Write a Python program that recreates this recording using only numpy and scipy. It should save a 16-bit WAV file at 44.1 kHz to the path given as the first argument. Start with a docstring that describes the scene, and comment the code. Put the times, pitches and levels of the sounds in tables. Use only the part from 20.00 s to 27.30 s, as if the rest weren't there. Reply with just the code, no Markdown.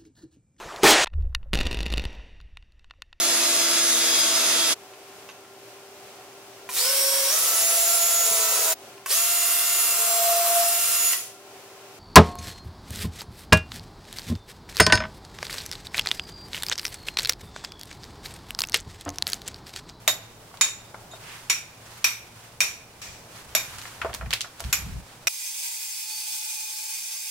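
"""Hammer blows crack and ring on a steel chisel in a marble block, over the faint noise of a yard that answers them.
Each blow is crushing noise shaped by resonances of steel and stone. Broken stone knocks on the ground, chisel and
chips click, sleeves swish and wind bumps the microphone: all are bursts or swells of filtered noise.
Then the scene changes abruptly to an angle grinder under a tent: noise for the grit on marble, made to ring
like the disc, with sine tones for the motor, the spindle and a squeal."""
import sys
import numpy as np
from scipy import signal
from scipy.fft import rfft, irfft
from scipy.io import wavfile
from scipy.ndimage import uniform_filter1d

SR = 44100
rng = np.random.default_rng(int(sys.argv[2]) if len(sys.argv) > 2 else 0)


def to_wav(s):
    """Save 16-bit WAV."""
    ch = np.atleast_2d(s).T  # columns
    pcm = np.round(np.clip(ch, -1, 1) * 32767)  # PCM
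    wavfile.write(sys.argv[1], SR, pcm.astype(np.int16))


N = 321930
TIME = np.arange(N) / SR
AFTER = np.arange(SR * 3 // 5) / SR  # seconds since a contact
BRIEF = np.arange(SR // 5) / SR  # the same, for small contacts

# In the tables, levels in dB are relative; a width in Hz is that of a resonance: narrow ones ring longer.
# A "t60" is the time a sound takes to fall by 60 dB.


def undb(db):
    """Turn decibels into gain."""
    return 10 ** (np.asarray(db) / 20)


def unit(x):
    """Scale to an rms of 1."""
    return x / np.sqrt(np.mean(x ** 2))


def freqs(x):
    """Frequencies in the spectrum of x, in Hz, kept at 1 or above."""
    return np.maximum(np.fft.rfftfreq(x.shape[-1], 1 / SR), 1)


def slope(f, points):
    """Gain drawn by straight lines between (pitch_hz, level_db) points, on a log pitch scale."""
    hz, db = np.transpose(points)
    return undb(np.interp(np.log(f), np.log(hz), db))


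def peaks(f, modes):
    """Summed power response of (pitch_hz, width_hz, level_db) resonances."""
    return sum(undb(db) ** 2 / (1 + ((f * f - hz * hz) / (f * width)) ** 2) for hz, width, db in modes)


def hump(f, hz, octaves):
    """Gain of one broad resonance centred at hz."""
    return 1 / (1 + (np.log2(f / hz) / octaves) ** 4) ** .75


def shape(x, gain):
    """Filter with the given gain so that resonances ring after their cause, not before it."""
    size = x.shape[-1]
    # folding the cepstrum forward in time gives the minimum-phase filter
    cepstrum = irfft(np.log(gain + 1e-7), size)
    cepstrum[1:size // 2] *= 2
    cepstrum[size // 2 + 1:] = 0
    return irfft(rfft(x) * np.exp(rfft(cepstrum)), size)


def air(size, apart_hz):
    """Stereo noise, alike in both ears well below apart_hz and unrelated well above."""
    mid, side = rng.standard_normal((2, size))
    alike = 1 / (1 + (freqs(mid) / apart_hz) ** 2)
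    mid = rfft(mid) * np.sqrt((1 + alike) / 2)
    side = rfft(side) * np.sqrt((1 - alike) / 2)
    return irfft(np.array([mid + side, mid - side]), size)


def walk(rate):
    """Smooth random drift of rms 1, taking rate steps a second."""
    size = int(SR / rate)
    steps = np.repeat(rng.standard_normal(N // size + 1), size)
    return unit(uniform_filter1d(steps, size)[:N])


def pan(db):
    """Channel gains for a left-minus-right level in dB."""
    return undb(np.array([[db], [-db]]) / 2)


def fade(t, t60):
    """Decay by 60 dB in t60 seconds."""
    return np.exp(-np.log(1000) * t / t60)


def add(out, s, x):
    """Mix x into out from time s."""
    start = int(s * SR)
    out[:, start:start + x.shape[1]] += x[:, :N - start]


def swells(rows, rest_db):
    """Gain of bell-shaped swells (middle_s, half_power_length_s, level_db) over a resting level."""
    power = sum(undb(db) ** 2 * .5 ** ((2 * (TIME - s) / length) ** 2) for s, length, db in rows)
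    return np.sqrt(undb(rest_db) ** 2 + power)


def ramp(s, length):
    """A straight rise from 0 to 1 centred on time s."""
    return np.clip((TIME - s) / length + .5, 0, 1)


def impact(t, contact_s, near_db, near_t60, yard_db, yard_t60):
    """A contact crunch, quick reflections off block and ground, then the diffuse yard."""
    crunch = rng.standard_normal(len(t)) * fade(t, contact_s)
    # level out the broad tone colour, so each material can give its own
    power = uniform_filter1d(abs(rfft(crunch)) ** 2, size=len(t) // 80)
    crunch = shape(crunch, 1 / np.sqrt(power))
    near = undb(near_db) * air(len(t), apart_hz=2160) * fade(t, near_t60)
    yard = undb(yard_db) * air(len(t), apart_hz=1000) * fade(t, yard_t60) * (1 - fade(t, 0.012))
    return crunch + near + yard


# tone colour of the distant yard: pitch_hz, level_db
YARD_COLOUR = [(41, -9), (70, -9.5), (126, -2.5), (268, -9), (834, -7.5), (1250, -17.5), (1980, -31),
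               (3650, -45), (4690, -45), (5020, -22), (6450, -32), (12200, -31), (16000, -28)]
# a low drone from far across the yard: pitch_hz, width_hz, level_db (rms)
FAR_DRONE = (112.8, 4.1, -58)


def distant_yard():
    """Distant noise of the yard drifts in level over a low drone, which is noise in a narrow band."""
    f = freqs(TIME)
    level_db = -51 + 1.3 * walk(6)
    yard = unit(shape(air(N, apart_hz=1030), slope(f, YARD_COLOUR))) * undb(level_db)
    hz, width, db = FAR_DRONE
    drone = unit(shape(air(N, apart_hz=720), peaks(f, [(hz, width, 0)]) ** 0.6)) * undb(db)
    return yard + drone


# tone colour of rubbing cloth: pitch_hz, level_db
CLOTH_COLOUR = [(530, -28.5), (900, -5.5), (1620, -5), (1770, -6.5), (2790, -8), (3770, -9.5),
                (8980, -12.5), (16000, -21.5)]
# swishes as the arm swings or shifts the chisel: middle_s, half_power_length_s, level_db
SLEEVE_SWISHES = [(.57, 0.14, -57), (1.32, .22, -44.5), (1.94, 0.2, -47.5), (2.42, 0.12, -49.5),
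                  (3.37, 0.09, -45.5), (3.79, 0.35, -42.5), (4.76, 0.23, -43.5), (5.27, 0.34, -52.5)]


def sleeves():
    """Cloth rubs with a flickering level, softly between swings and louder as the arm moves."""
    cloth = unit(shape(air(N, apart_hz=1130), slope(freqs(TIME), CLOTH_COLOUR)))
    flicker = undb(1.1 * walk(70))
    return cloth * swells(SLEEVE_SWISHES, rest_db=-52.5) * flicker * pan(-1.8)


# tone colour of wind on the microphone: pitch_hz, level_db
WIND_COLOUR = [(12, -45), (20, -17), (64, 4.5), (103, -3.5), (175, -8), (307, -26), (400, -31), (520, -43),
               (880, -120)]
# gusts: middle_s, half_power_length_s, level_db
WIND_GUSTS = [(3.11, 0.04, -48), (3.5, 0.11, -54), (3.76, 0.078, -48), (4.09, 0.12, -45),
              (4.265, 0.078, -35), (4.675, 0.046, -33.5), (4.88, 0.11, -34.5), (4.97, 0.057, -34)]


def wind():
    """Gusts press on the microphone as low swells of noise over a faint breeze."""
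    buffet = unit(shape(air(N, apart_hz=224), slope(freqs(TIME), WIND_COLOUR)))
    return buffet * swells(WIND_GUSTS, rest_db=-65)


# hammer blows: start_s, crack_db, clank_db, low_ping_db, bright_ring_db, high_ring_db, block_thud_db, yard_t60_s
HAMMER_BLOWS = [(0.0774, 3.5, -8, 4.5, 1.5, 3.5, 8, 0.22), (0.6109, 2, -2, 2.5, 6.5, -18, -19, 0.32),
                (1.4984, -0.5, 2, -6, -1, -7.5, -27, 0.31), (2.043, 0, 1.5, -6.5, -24, -1, -28, .35),
                (2.6051, -0.5, 2.5, -5, -3, -5, -9.5, .35), (3.5501, -0.5, -1, -4.5, -2, 1, 1, 0.3),
                (4.7275, -0.5, -2, -14, -1.5, 3, -15, 0.25), (5.2710, -2, 0.5, -6, -12, -6, -5.5, 0.36)]
# tone colour of marble crushed under the edge: pitch_hz, level_db
MARBLE_CRACK = [(100, -46), (300, -14.5), (600, -14), (1050, -1.5), (2000, 1.5), (3100, -1), (4700, 0),
                (7500, 0), (9600, -11), (12000, -10.5), (13500, -13), (16000, -13)]
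# resonances of hammer, chisel and block, in five groups: pitch_hz, width_hz, level_db
STEEL_CLANK = [(2275, 82, 7), (2408, 130, 14), (2490, 12, 10), (5760, 450, 1.5), (5710, 120, 12.5),
               (7040, 210, -15), (8400, 160, 1), (9500, 350, -4)]
LOW_PING = [(3710, 41, 17.3)]
BRIGHT_RING = [(6887, 56, 16.2), (7500, 220, 4.5), (10800, 100, 0.5)]  # the steel bends
HIGH_STEEL_RING = [(11580, 120, 11), (12100, 400, -3), (14180, 60, -2), (15120, 110, 2)]
BLOCK_THUD = [(643, 91, 2.6)]


def hammer_blows():
    """Each blow crushes stone and rings the same steel; the chisel's seat decides which resonances speak."""
    out, f = np.zeros((2, N)), freqs(AFTER)
    groups = STEEL_CLANK, LOW_PING, BRIGHT_RING, HIGH_STEEL_RING, BLOCK_THUD
    for s, crack_db, *group_dbs, t60 in HAMMER_BLOWS:
        hit = impact(AFTER, contact_s=0.015, near_db=-21, near_t60=0.088, yard_db=-25, yard_t60=t60)
        # distant walls and trees send back a late, dull echo
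        dull = shape(air(len(AFTER), apart_hz=900), 1 / (1 + (f / 5000) ** 2))
        echo = undb(-37) * dull * fade(AFTER, 0.68) * (1 - fade(AFTER, 0.4))
        crack = (undb(crack_db) * slope(f, MARBLE_CRACK)) ** 2
        ring = sum(undb(db) ** 2 * peaks(f, modes) for modes, db in zip(groups, group_dbs))
        add(out, s, undb(5.5) * shape(hit + echo, np.sqrt(crack + ring)) * pan(-1.2))
    return out


# stone dropping on dirt and rubble: start_s, level_db, centre_hz, near_t60_s (quick reflections)
STONE_KNOCKS = [(0.514, -12, 804, 0.062), (0.541, -6.5, 1060, 0.03), (0.944, 1.5, 870, 0.042),
                (1.135, -6.5, 800, 0.037), (3.854, -2.5, 1600, 0.037), (4.016, 9.5, 1490, 0.069),
                (4.047, 11, 685, 0.096), (4.095, 2.5, 760, 0.074), (4.211, -0.5, 1040, 0.12),
                (4.26, -6, 1390, 0.064), (4.445, -3.5, 1140, 0.11), (4.603, -4, 710, 0.1)]
# resonances of the broken-off piece: pitch_hz, width_hz, level_db
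PIECE_MODES = [(658, 37, 6), (1110, 16, 3.5), (1386, 88, 0), (1870, 110, -6.5)]


def falling_stone():
    """Falling stone knocks dully on the ground and rings with the resonances of the broken piece."""
    out, f = np.zeros((2, N)), freqs(BRIEF)
    body = np.sqrt(undb(-4) ** 2 + peaks(f, PIECE_MODES))
    for s, db, hz, t60 in STONE_KNOCKS:
        knock = impact(BRIEF, contact_s=0.01, near_db=-16.5, near_t60=t60, yard_db=-34, yard_t60=0.5)
        add(out, s, undb(db - 1.5) * shape(knock, body * hump(f, hz, octaves=0.88)))
    return out


# chisel tip and chips on marble: start_s, level_db, centre_hz, spread_octaves, rebound_db (above the first touch)
BRIGHT_CLICKS = [(0.572, -13.5, 2400, 1.4, -15), (3.784, -5.5, 2120, 1.65, -10),
                 (3.816, -10, 2170, 1.7, -2), (4.131, -0.5, 1940, 0.88, -19), (4.14, -2.5, 2120, 1.96, 2),
                 (4.307, 4, 2190, 1.3, -8), (4.329, 13, 2560, 0.72, -1), (4.3352, 7.5, 2700, 1.76, -15),
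                 (4.4076, 6.5, 3630, 0.85, -1.5), (4.597, -11.5, 3300, 1.54, 7.5),
                 (4.640, -6, 2520, 1.2, -5)]


def chisel_and_chip_clicks():
    """Steel and chips click brightly on the block, then rebound and touch again at a higher pitch."""
    out, f = np.zeros((2, N)), freqs(BRIEF)
    for s, db, hz, octaves, rebound_db in BRIGHT_CLICKS:
        touches = (0, 0, 1), (0.0073, rebound_db, 1.2)  # delay_s, level_db, pitch ratio
        for late_s, touch_db, brighter in touches:
            tick = impact(BRIEF, contact_s=0.0037, near_db=-12, near_t60=0.023, yard_db=-27, yard_t60=0.22)
            click = shape(tick, hump(f, hz * brighter, octaves))
            add(out, s + late_s, undb(db + touch_db - 7.5) * click * pan(-2))
    return out


# light touches of steel on steel: start_s, level_db
STEEL_TOUCHES = [(1.112, -21), (1.13, -29)]


def steel_touches():
    """A light touch of steel on steel excites only the low ping and the bright ring."""
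    out, f = np.zeros((2, N)), freqs(AFTER)
    ring = np.sqrt(peaks(f, LOW_PING) + 0.32 * peaks(f, BRIGHT_RING))
    for s, db in STEEL_TOUCHES:
        touch = impact(AFTER, contact_s=0.023, near_db=-14, near_t60=0.16, yard_db=-40, yard_t60=.3)
        add(out, s, undb(db) * shape(touch, ring))
    return out


# one sleeve swish has a fuller middle band as the arm swings: middle_s, half_power_length_s, level_db
SLEEVE_RUB = (1.312, 0.087, -44.5)


def sleeve_rub():
    """The sleeve's swish has a fuller middle band as the arm swings: a short swell of band-limited noise."""
    rub = unit(shape(air(N, apart_hz=1150), hump(freqs(TIME), hz=2250, octaves=0.64)))
    return rub * swells([SLEEVE_RUB], rest_db=-80) * pan(-1.8)


# a blow heard only as its wash in the yard: start_s, level_db, yard_t60_s
YARD_WASH = (3.017, -22.5, 0.77)


def yard_wash():
    """One blow is heard only as fading noise coloured by the crack and the clank."""
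    out, f = np.zeros((2, N)), freqs(AFTER)
    s, db, t60 = YARD_WASH
    wash = air(len(AFTER), apart_hz=960) * fade(AFTER, t60)
    colour = np.sqrt(slope(f, MARBLE_CRACK) ** 2 + 0.21 * peaks(f, STEEL_CLANK))
    add(out, s, undb(db - 11) * shape(wash, colour))
    return out


def lean_and_release():
    """The carver leans on the grinder once: how hard from 0 to 1, and the motor angle as it races on release."""
    lean_s, release_s, ramp_s = 6.03, 6.95, .08
    released = ramp(release_s, ramp_s)
    lean = ramp(lean_s, ramp_s) - released
    race_hz = 27.7 * released * np.exp(-abs(TIME - release_s) / .2)
    motor_hz = 861 + race_hz
    motor = 2 * np.pi * np.cumsum(motor_hz * (1 + 0.0011 * walk(25))) / SR
    return lean, motor


def tent(x, echo_db, t60, sway):
    """Block, ground and canvas comb the sound finely; the pattern shifts as the tool travels (sway in rad/s)."""
    t = np.arange(SR // 5) / SR
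    places = undb(echo_db) * air(2 * len(t), apart_hz=1500).reshape(2, 2, -1)
    places = places * fade(t, t60) * (1 - fade(t, 0.041))
    first, second = (signal.fftconvolve(x, places[:, k], axes=1)[:, :N] for k in range(2))
    return unit(x + first * np.cos(sway * TIME) + second * np.sin(sway * TIME))


# tone colour of grit tearing at marble: pitch_hz, level_db
GRIT_COLOUR = [(24, -57), (40, -24), (158, -32), (208, -32), (463, -23), (802, -17), (865, -5.5),
               (980, -15.5), (1830, -9), (1970, -9.5), (2410, -3.5), (2870, -6), (5780, -5), (6390, -5),
               (15700, -8)]
# ringing of the disc and its guard: pitch_hz, width_hz, level_db
DISC_MODES = [(3500, 70, 2), (3900, 120, -2), (4620, 130, 2), (4820, 130, 4), (5130, 90, 1), (5410, 110, 8),
              (6175, 60, 12), (6370, 70, 6), (6650, 130, 7), (7300, 90, 8), (7510, 50, 10), (7870, 70, 7),
              (8310, 60, 4), (8450, 60, 4), (8675, 110, 9), (9065, 90, 6), (9600, 130, 4), (9900, 60, 3),
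              (10300, 50, 5), (10620, 80, 2), (10810, 60, 5), (11270, 220, 5), (12430, 80, 4),
              (12900, 120, 2), (13510, 70, 6), (14060, 80, 4), (14400, 100, 1), (14950, 90, 2),
              (15240, 140, 5), (15700, 80, 6)]
# hollows between the resonances: pitch_hz, width_hz, strength_db
DISC_HOLLOWS = [(1270, 110, 7), (1950, 90, 8), (4060, 69, -1), (5770, 160, 1.5), (6770, 150, 5),
                (11660, 230, 1), (14680, 100, 4)]
# bands of the rasp: pitch_hz, width_hz, level_db
RASP_BANDS = [(1977, 95, -5.5), (2112, 57, -13), (2450, 20, 6), (2600, 170, -14)]


def grit_on_marble(spindle, lean):
    """Grit tears at the marble: it hisses through the ringing disc and rasps in narrow bands."""
    f = freqs(TIME)
    # the disc bites harder once a turn and chatters unevenly
    bite = (1 + 0.078 * np.sin(spindle)) * undb(1.1 * walk(45) + walk(1500))
    grit = tent(air(N, apart_hz=3000) * bite, echo_db=-23, t60=.12, sway=3.2)
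    ringing = np.sqrt(undb(-4) ** 2 + peaks(f, DISC_MODES))
    ringing = np.where(f > 3000, ringing, undb(-5))
    colour = slope(f, GRIT_COLOUR) * ringing / np.sqrt(1 + peaks(f, DISC_HOLLOWS))
    hiss = unit(shape(grit, colour)) * undb(-32.5) * pan(-1.3)
    # the rasp has little below 1500 Hz and eases while the carver leans
    rasp_colour = np.sqrt(peaks(f, RASP_BANDS)) / (1 + (1500 / f) ** 6)
    rasp = unit(shape(grit, rasp_colour)) * undb(-49.5 - 1.5 * lean)
    return hiss + rasp


def motor_song(motor, lean):
    """The motor sings at its turning rate and whistles on its fifth harmonic, louder while leaned on."""
    level_db = -65.5 + 11.5 * lean
    whine = undb(level_db + 1.7 * walk(70)) * np.sin(motor)
    whistle = undb(level_db + 3.5 + 2 * walk(16)) * np.sin(5 * motor)
    return whine + whistle


# spindle tones: multiple (of the spindle rate), level_db (rms)
SPINDLE_TONES = [(1, -77), (3, -75.5), (5, -81), (6, -76)]


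def spindle_hum(spindle):
    """The spindle hums on multiples of its turning rate."""
    return np.sqrt(2) * sum(undb(db) * np.sin(round(k) * spindle) for k, db in SPINDLE_TONES)


# the disc squeals loudest as it first digs in: middle_s, half_power_length_s, level_db
DISC_SQUEAL = (6.18, 0.14, -40)


def disc_squeal():
    """A wavering sine squeals softly throughout and swells as the disc digs in."""
    pitch_hz = 4535 + 6 * walk(40)
    tone = np.sin(2 * np.pi * np.cumsum(pitch_hz) / SR)
    return tone * swells([DISC_SQUEAL], rest_db=-50.5) * undb(2 * walk(25))


def grinder():
    """One motor angle drives the whine and, geared down, the spindle and the bite of the disc."""
    lean, motor = lean_and_release()
    spindle = motor * 157 / 861  # 157 turns of the spindle to 861 of the motor
    return grit_on_marble(spindle, lean) + motor_song(motor, lean) + spindle_hum(spindle) + disc_squeal()


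def scene():
    """Chiselling in the yard, then at once the grinder."""
    surroundings = distant_yard() + sleeves() + wind() + sleeve_rub()
    steel = hammer_blows() + steel_touches() + yard_wash()
    chiselling = surroundings + steel + falling_stone() + chisel_and_chip_clicks()
    change_s = 5.2843
    return np.where(TIME < change_s, chiselling, grinder())


def record(dry):
    """The recorder rounds the highest peaks and cuts the treble above 15780 Hz."""
    rounded = np.tanh(1.1 * dry) / 1.1
    low_pass = signal.ellip(10, .2, 70, 15780, fs=SR, output="sos")
    return signal.sosfilt(low_pass, rounded)


dry = scene()
out = record(dry)
to_wav(out)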